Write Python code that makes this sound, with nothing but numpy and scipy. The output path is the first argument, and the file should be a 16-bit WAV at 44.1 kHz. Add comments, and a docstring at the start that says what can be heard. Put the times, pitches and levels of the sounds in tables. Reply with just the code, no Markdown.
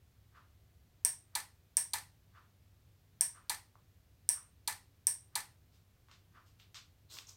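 """A quiet, hard-walled room: rumble, a low resonance, mains hum, and a far clock ticking each second.
From about 1 s a small relay on a workbench pulls in and drops out five times. The coil pulls in with one
bright steel snap; the spring drops out with a duller triple bounce; both knock the bench top.
One faint tap falls between the cycles. From 5.7 s, with the relay at rest, a hand lays down paper
and rustles among plastic and leads."""
import sys
import numpy as np
from scipy import signal
from scipy.fft import rfft, irfft
from scipy.io import wavfile
from scipy.ndimage import uniform_filter1d

SR = 44100
rng = np.random.default_rng(int(sys.argv[2]) if len(sys.argv) > 2 else 0)


def to_wav(sig):
    """Store sig (one row per channel, or 1-D mono) as 16-bit WAV at the path in sys.argv[1].

    Samples outside -1..1 are clipped; the rate is SR.
    """
    pcm = np.clip(np.atleast_2d(sig), -1, 1) * 32767
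    pcm = np.round(pcm).astype(np.int16)
    wavfile.write(sys.argv[1], SR, pcm.T)  # frames by channels


N = 324576
TIME = np.arange(N) / SR
RING = TIME[:SR // 2]  # time axis of an impulse response
IMPULSE = RING == 0

# relay cycles: (pull-in time [s], drop-out time [s], bench knock of the pull-in [dB])
RELAY_CYCLES = [(1.0489, 1.3519, 4), (1.7692, 1.9342, 4), (3.2096, 3.4957, 3), (4.2901, 4.6755, 1),
                (5.0694, 5.3542, 0.5)]
# tone of the taps and rustle, with a dip above 9 kHz: (frequency [Hz], gain [dB])
HANDLING_EQ = [(200, -5), (700, -2), (1100, 6), (1900, -6), (2700, -5), (5000, -4), (8700, -5), (9600, -15),
               (11500, -7), (13500, 0), (16000, -8)]


def amp(db):
    """Decibels to gain."""
    return 10 ** (np.asarray(db) / 20)


def unit_rms(x):
    """Scale a sound to an rms of 1."""
    return x / np.sqrt(np.mean(x ** 2))


def unit_energy(x):
    """Scale a response to an energy of 1."""
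    return x / np.sqrt(np.sum(x ** 2))


def along(points, hz):
    """Read a curve of points on a log-frequency axis."""
    point_hz, value = np.transpose(points)
    return np.interp(np.log(hz + 1), np.log(point_hz), value)


def through(x, response):
    """Play a sound through an impulse response."""
    return signal.fftconvolve(x, response)[:len(x)]


def eq(x, curve):
    """Minimum-phase EQ along a curve of (frequency [Hz], gain [dB])."""
    size = 8192
    gain = amp(along(curve, np.fft.rfftfreq(size, 1 / SR)))
    cepstrum = irfft(np.log(gain))
    cepstrum[1:size // 2] *= 2
    cepstrum[size // 2 + 1:] = 0
    return through(x, irfft(np.exp(rfft(cepstrum))))


def blows(times, db, size=N):
    """One impulse for each blow."""
    samples = (np.asarray(times) * SR).astype(int)
    return np.bincount(samples, amp(db) * np.ones(len(times)), size)[:size]


def ring(modes, rise_s):
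    """Decaying modes that build up over a short contact; narrow ones ring longest."""
    waves = 0
    for hz, width, db in modes:
        damping = np.pi * width
        height = amp(db) * 2 * damping / SR * (1 + damping * rise_s)
        waves = waves + height * np.exp(-damping * RING) * np.sin(2 * np.pi * hz * RING)
    return waves * (1 - np.exp(-RING / rise_s))


def tick(hz, breadth):
    """A heavily damped tick with steep skirts; breadth is bandwidth over pitch, capped at 1.5."""
    b, a = signal.iirpeak(hz, 1 / min(breadth, 1.5), SR)
    return signal.lfilter(b, a, signal.lfilter(b, a, IMPULSE))


def wander(rate_hz):
    """Slow random drift with an rms of 1."""
    hold = int(SR / rate_hz)
    steps = np.repeat(rng.standard_normal(N // hold + 1), hold)
    return unit_rms(uniform_filter1d(uniform_filter1d(steps, hold), hold)[:N])


def room(gap_s, build_s):
    """Diffuse tail off the hard walls; the treble dies first."""
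    # reverb decay: (frequency [Hz], time to fall 60 dB [s])
    decay_times = [(200, 0.38), (1000, 0.27), (4000, 0.28), (8500, 0.26), (11000, 0.23), (15000, 0.23)]
    centres, t60s = np.transpose(decay_times)
    hz = np.fft.rfftfreq(len(RING), 1 / SR)
    noise = rfft(rng.standard_normal(len(RING)))
    tail = 0
    for share, t60 in zip(np.eye(len(centres)), t60s):
        band = irfft(noise * along(np.c_[centres, share], hz), len(RING))
        tail = tail + band * amp(-60 * RING / t60)
    swell = 1 - np.exp(-np.maximum(RING - gap_s, 0) / build_s)
    return unit_energy(tail * swell)


def room_tone(air_db=-67):
    """Rumble with faint hiss, a wavering low resonance near 69 Hz and mains hum near 100 Hz."""
    # tone of the room's air: (frequency [Hz], relative level [dB])
    air_eq = [(12, -46.5), (20, -18), (37, -13), (60, -5.5), (101, -1), (123, -6.5), (216, -18),
              (485, -24.5), (527, -26), (698, -26.5), (897, -30.5), (3840, -33.5), (9950, -40),
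              (14700, -35.5), (16000, -40)]
    # low resonance, then mains hum: (frequency [Hz], level [dB], waver depth [ratio])
    low_tones = [(69, -77, 0.76), (98.3, -72.5, 0.19)]
    air = amp(air_db) * unit_rms(eq(rng.standard_normal(N), air_eq))
    drone = 0
    for hz, db, waver in low_tones:
        flutter = 1 + waver * wander(rate_hz=9)
        phase = 2 * np.pi * hz * TIME + 2 * waver * wander(rate_hz=2.6)
        drone = drone + amp(db) * unit_rms(flutter * np.sin(phase))
    return air + drone


def wall_clock(first_s=0.345, period_s=1, count=7, gain_db=-4.5):
    """The distant movement steps and settles; only the room's echo arrives."""
    # one step, from winding up to settling: (offset from the beat [s], relative level [dB])
    step_parts = [(-.032, -12), (-.008, -1), (.002, 3), (0.018, -9.5), (0.035, -12), (.088, -13)]
    # tone of the far tick: (frequency [Hz], gain [dB])
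    clock_eq = [(400, -35.5), (850, -25), (1100, -16.5), (1230, -11.5), (1400, -16), (1800, -20.5),
                (2300, -29.5), (3600, -34), (6000, -42), (12000, -64.5)]
    beats = first_s + period_s * np.arange(count)
    steps = sum(blows(beats + offset, gain_db + db) for offset, db in step_parts)
    return eq(through(steps, room(gap_s=0.001, build_s=0.025)), clock_eq)


def finger_squeaks(room_db=-3):
    """A finger drags on plastic: a narrow rasp that swells and lets go."""
    # finger slips: (start [s], length [s], level [dB], pitch [Hz], breadth [ratio])
    slips = [(7.079, 0.058, -56.5, 3930, 0.22), (7.266, 0.0092, -54.5, 6200, 0.2),
             (7.284, 0.014, -51, 5800, 0.37)]
    out = 0
    for start, length, db, hz, breadth in slips:
        drag = np.sin(np.pi * np.clip((TIME - start) / length, 0, 1) ** 2)
        rasp = unit_rms(through(rng.standard_normal(N), tick(hz, breadth)))
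        out = out + amp(db) * drag * rasp
    return through(out, IMPULSE + amp(room_db) * room(gap_s=0.002, build_s=0.0022))


def hand_rustle(grains_per_s=900, spread_db=4, direct_db=-4, crackle_db=-6.5):
    """Each stroke sets off dense tiny slips of uneven size, as strong as the hand presses."""
    # strokes over paper, plastic and leads: (start [s], length [s], level [dB], pitch [Hz])
    strokes = [(5.706, 0.058, -72, 4000), (6.443, 0.04, -68.5, 4400), (6.574, 0.036, -63, 3200),
               (7.086, 0.1, -51.5, 5400), (7.261, 0.028, -53, 5430)]
    attack_s, release_s = 0.023, 0.012
    sizes = rng.choice([-1, 1], N) * amp(spread_db * np.minimum(rng.exponential(size=N), 2))
    slips = unit_rms((rng.random(N) < grains_per_s / SR) * sizes)
    out = 0
    for start, length, db, hz in strokes:
        attack = np.clip((TIME - start) / attack_s, 0, 1) ** 2
        release = np.exp(-np.maximum(TIME - start - length, 0) / release_s)
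        grain = unit_energy(tick(hz, breadth=1.5) + amp(crackle_db) * IMPULSE)
        out = out + amp(db) * through(slips * attack * release, grain)
    path = amp(direct_db) * IMPULSE + room(gap_s=0.0012, build_s=0.0019)
    return eq(through(out, path), HANDLING_EQ)


def paper_taps(crumple_s=0.0022, crumple_db=1.5):
    """Paper and fingers touch down at the back of the bench; the sheet gives with a tiny crumple."""
    # light touches: (time [s], level [dB], pitch [Hz], breadth [ratio], direct over reverb [dB])
    touches = [(3.755, -29.5, 940, 1.4, 2), (6.0855, -23.5, 1840, 1.9, -6.5),
               (6.1137, -20, 2930, 1.8, -3.5), (6.5992, -19.5, 3080, 0.76, -0.5),
               (6.745, -7.5, 3420, 2, -11), (7.17, -17.5, 2720, 0.95, 2.5), (7.1869, -15.5, 3100, 1.1, 6)]
    tail = room(gap_s=0.00057, build_s=0.0085)
    out = 0
    for time, db, hz, breadth, direct_db in touches:
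        crumple = rng.standard_normal(len(RING)) * np.exp(-RING / crumple_s)
        touch = unit_energy(IMPULSE + amp(crumple_db) * unit_energy(crumple))
        tap = through(tick(hz, breadth), amp(direct_db) * touch + tail)
        out = out + through(blows([time], [db]), tap)
    return eq(out, HANDLING_EQ)


def relay_snaps(times, snap, gain_db, room_db, echo_db, spring_db):
    """The armature lands equally hard every time; its snap fills the room and the spring rings on."""
    # slaps off near surfaces: (delay [s], relative level [dB])
    echoes = [(.0046, -12.5), (.0081, -18.5), (0.0113, -23.5), (0.0161, -28), (.0195, -16.5),
              (0.049, -18.5)]
    # tone of the snap's reverb: (frequency [Hz], gain [dB])
    reverb_eq = [(200, -5), (4000, -3), (5700, -3.5), (8500, -2.5), (11000, 3.5), (14000, -7), (16000, -3)]
    # return spring: (frequency [Hz], bandwidth [Hz], level [dB])
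    spring_modes = [(7960, 9, 15.5), (8280, 10, 21), (9010, 10, 21), (8800, 7.1, 15), (8500, 10, 15),
                    (8830, 13, 13.5), (8600, 11, 6.5)]
    delays, surface_db = np.transpose(echoes)
    early = blows(delays, surface_db + echo_db, size=len(RING))
    tail = amp(room_db) * eq(room(gap_s=0.0014, build_s=0.001), reverb_eq)
    spring = amp(spring_db) * ring(spring_modes, rise_s=0.0055)
    return through(blows(times, gain_db), through(snap, IMPULSE + early + tail) + spring)


def bench_knocks(times, knock_eq, gain_db, ring_db):
    """The bench top rings under each blow and spreads the knock into the room."""
    # bench top and the things lying on it: (frequency [Hz], bandwidth [Hz], level [dB])
    bench_modes = [(686, 12, 2), (866, 19, 2.5), (969, 19, 4.5), (1240, 13, -1.5), (1725, 15, 5.5),
                   (1772, 11, 7.5), (1975, 19, 4), (2336, 18, 12)]
    wood = amp(ring_db) * ring(bench_modes, rise_s=0.0066)
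    tail = room(gap_s=0.00099, build_s=0.0019)
    return through(blows(times, gain_db), eq(wood + tail, knock_eq))


def relay_drop_out(crack_db=-12):
    """The spring throws the contact back, where it bounces before it rests."""
    # blows of the contact on its rest, the first dullest: (delay [s], level [dB], tilt [dB/octave])
    bounces = [(0, -3, -5), (.0019, 1.5, 6.5), (.0033, -0.5, 0.5)]
    # contact spring and plastic case: (frequency [Hz], bandwidth [Hz], level [dB])
    case_modes = [(3530, 63, -2.5), (3888, 250, -8), (4147, 443, -1.5), (4406, 230, 1.5), (4632, 97, -1),
                  (6070, 430, -3.5), (7500, 180, -0.5), (8180, 210, -3.5), (8810, 300, 4.5),
                  (9200, 370, -24), (10230, 310, -0.5), (11200, 170, -12.5), (12120, 190, -6),
                  (14400, 430, -20), (14800, 1200, -23)]
    # tone of the bench knock: (frequency [Hz], gain [dB])
    knock_eq = [(100, -20), (300, -21.5), (690, -17.5), (830, -1), (1300, -8), (1550, -10), (1800, -3.5),
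                (2300, -9), (3000, -15), (3700, -12.5), (5500, -10.5), (9000, -18.5), (13000, -12),
                (16000, -21.5)]
    hz, width, db = np.transpose(case_modes)
    crack = amp(crack_db) * tick(1960, breadth=0.16)
    snap = 0
    for delay, blow_db, tilt in bounces:
        tilted_modes = np.c_[hz, width, db + tilt * np.log2(hz / np.median(hz))]
        blow = ring(tilted_modes, rise_s=0.0007) + crack
        snap = snap + through(blow, blows([delay], [blow_db], size=len(RING)))
    _, times, _ = np.transpose(RELAY_CYCLES)
    snaps = relay_snaps(times, snap, gain_db=-0.06, room_db=-6.5, echo_db=3.5, spring_db=-7.5)
    return snaps + bench_knocks(times, knock_eq, gain_db=3.5, ring_db=3)


def relay_pull_in(steel_db=2.5, crack_db=-18):
    """The coil slams the armature on its core: a single bright blow."""
    # steel armature on the core: (frequency [Hz], bandwidth [Hz], level [dB])
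    core_modes = [(5427, 450, -8.5), (5604, 310, 9), (5800, 280, 8), (7700, 260, -10.5), (8140, 280, 10.5),
                  (8610, 240, 9.5), (8710, 300, 14.5), (8670, 430, 15), (9000, 210, 4.5), (10930, 360, 5.5),
                  (11120, 320, 1.5), (12060, 150, -2), (13830, 530, 6), (14750, 730, -0.5),
                  (15500, 800, -14)]
    # tone of the bench knock: (frequency [Hz], gain [dB])
    knock_eq = [(100, -17.5), (520, -26), (680, -13.5), (820, -18.5), (980, -6.5), (1200, -20.5),
                (1550, -15), (1750, -7.5), (2300, -14), (2900, -16.5), (4200, -16.5), (6500, -9),
                (10000, -20.5), (16000, -15.5)]
    crack = amp(crack_db) * tick(5000, breadth=1.2)
    snap = amp(steel_db) * ring(core_modes, rise_s=0.0015) + crack
    times, _, knock_db = np.transpose(RELAY_CYCLES)
    snaps = relay_snaps(times, snap, gain_db=-4.5, room_db=-2, echo_db=-8.5, spring_db=5)
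    return snaps + bench_knocks(times, knock_eq, gain_db=knock_db, ring_db=1)


def scene():
    """Relay, handling, clock and room tone, mixed in mono."""
    relay = relay_pull_in() + relay_drop_out()
    handling = paper_taps() + hand_rustle() + finger_squeaks()
    return (relay + handling + wall_clock() + room_tone())[None]


def record(dry):
    """The phone cuts the top of the treble."""
    cutoff_hz = 15900
    return signal.sosfilt(signal.ellip(8, 0.2, 70, cutoff_hz, fs=SR, output="sos"), dry)


dry = scene()
out = record(dry)
to_wav(out)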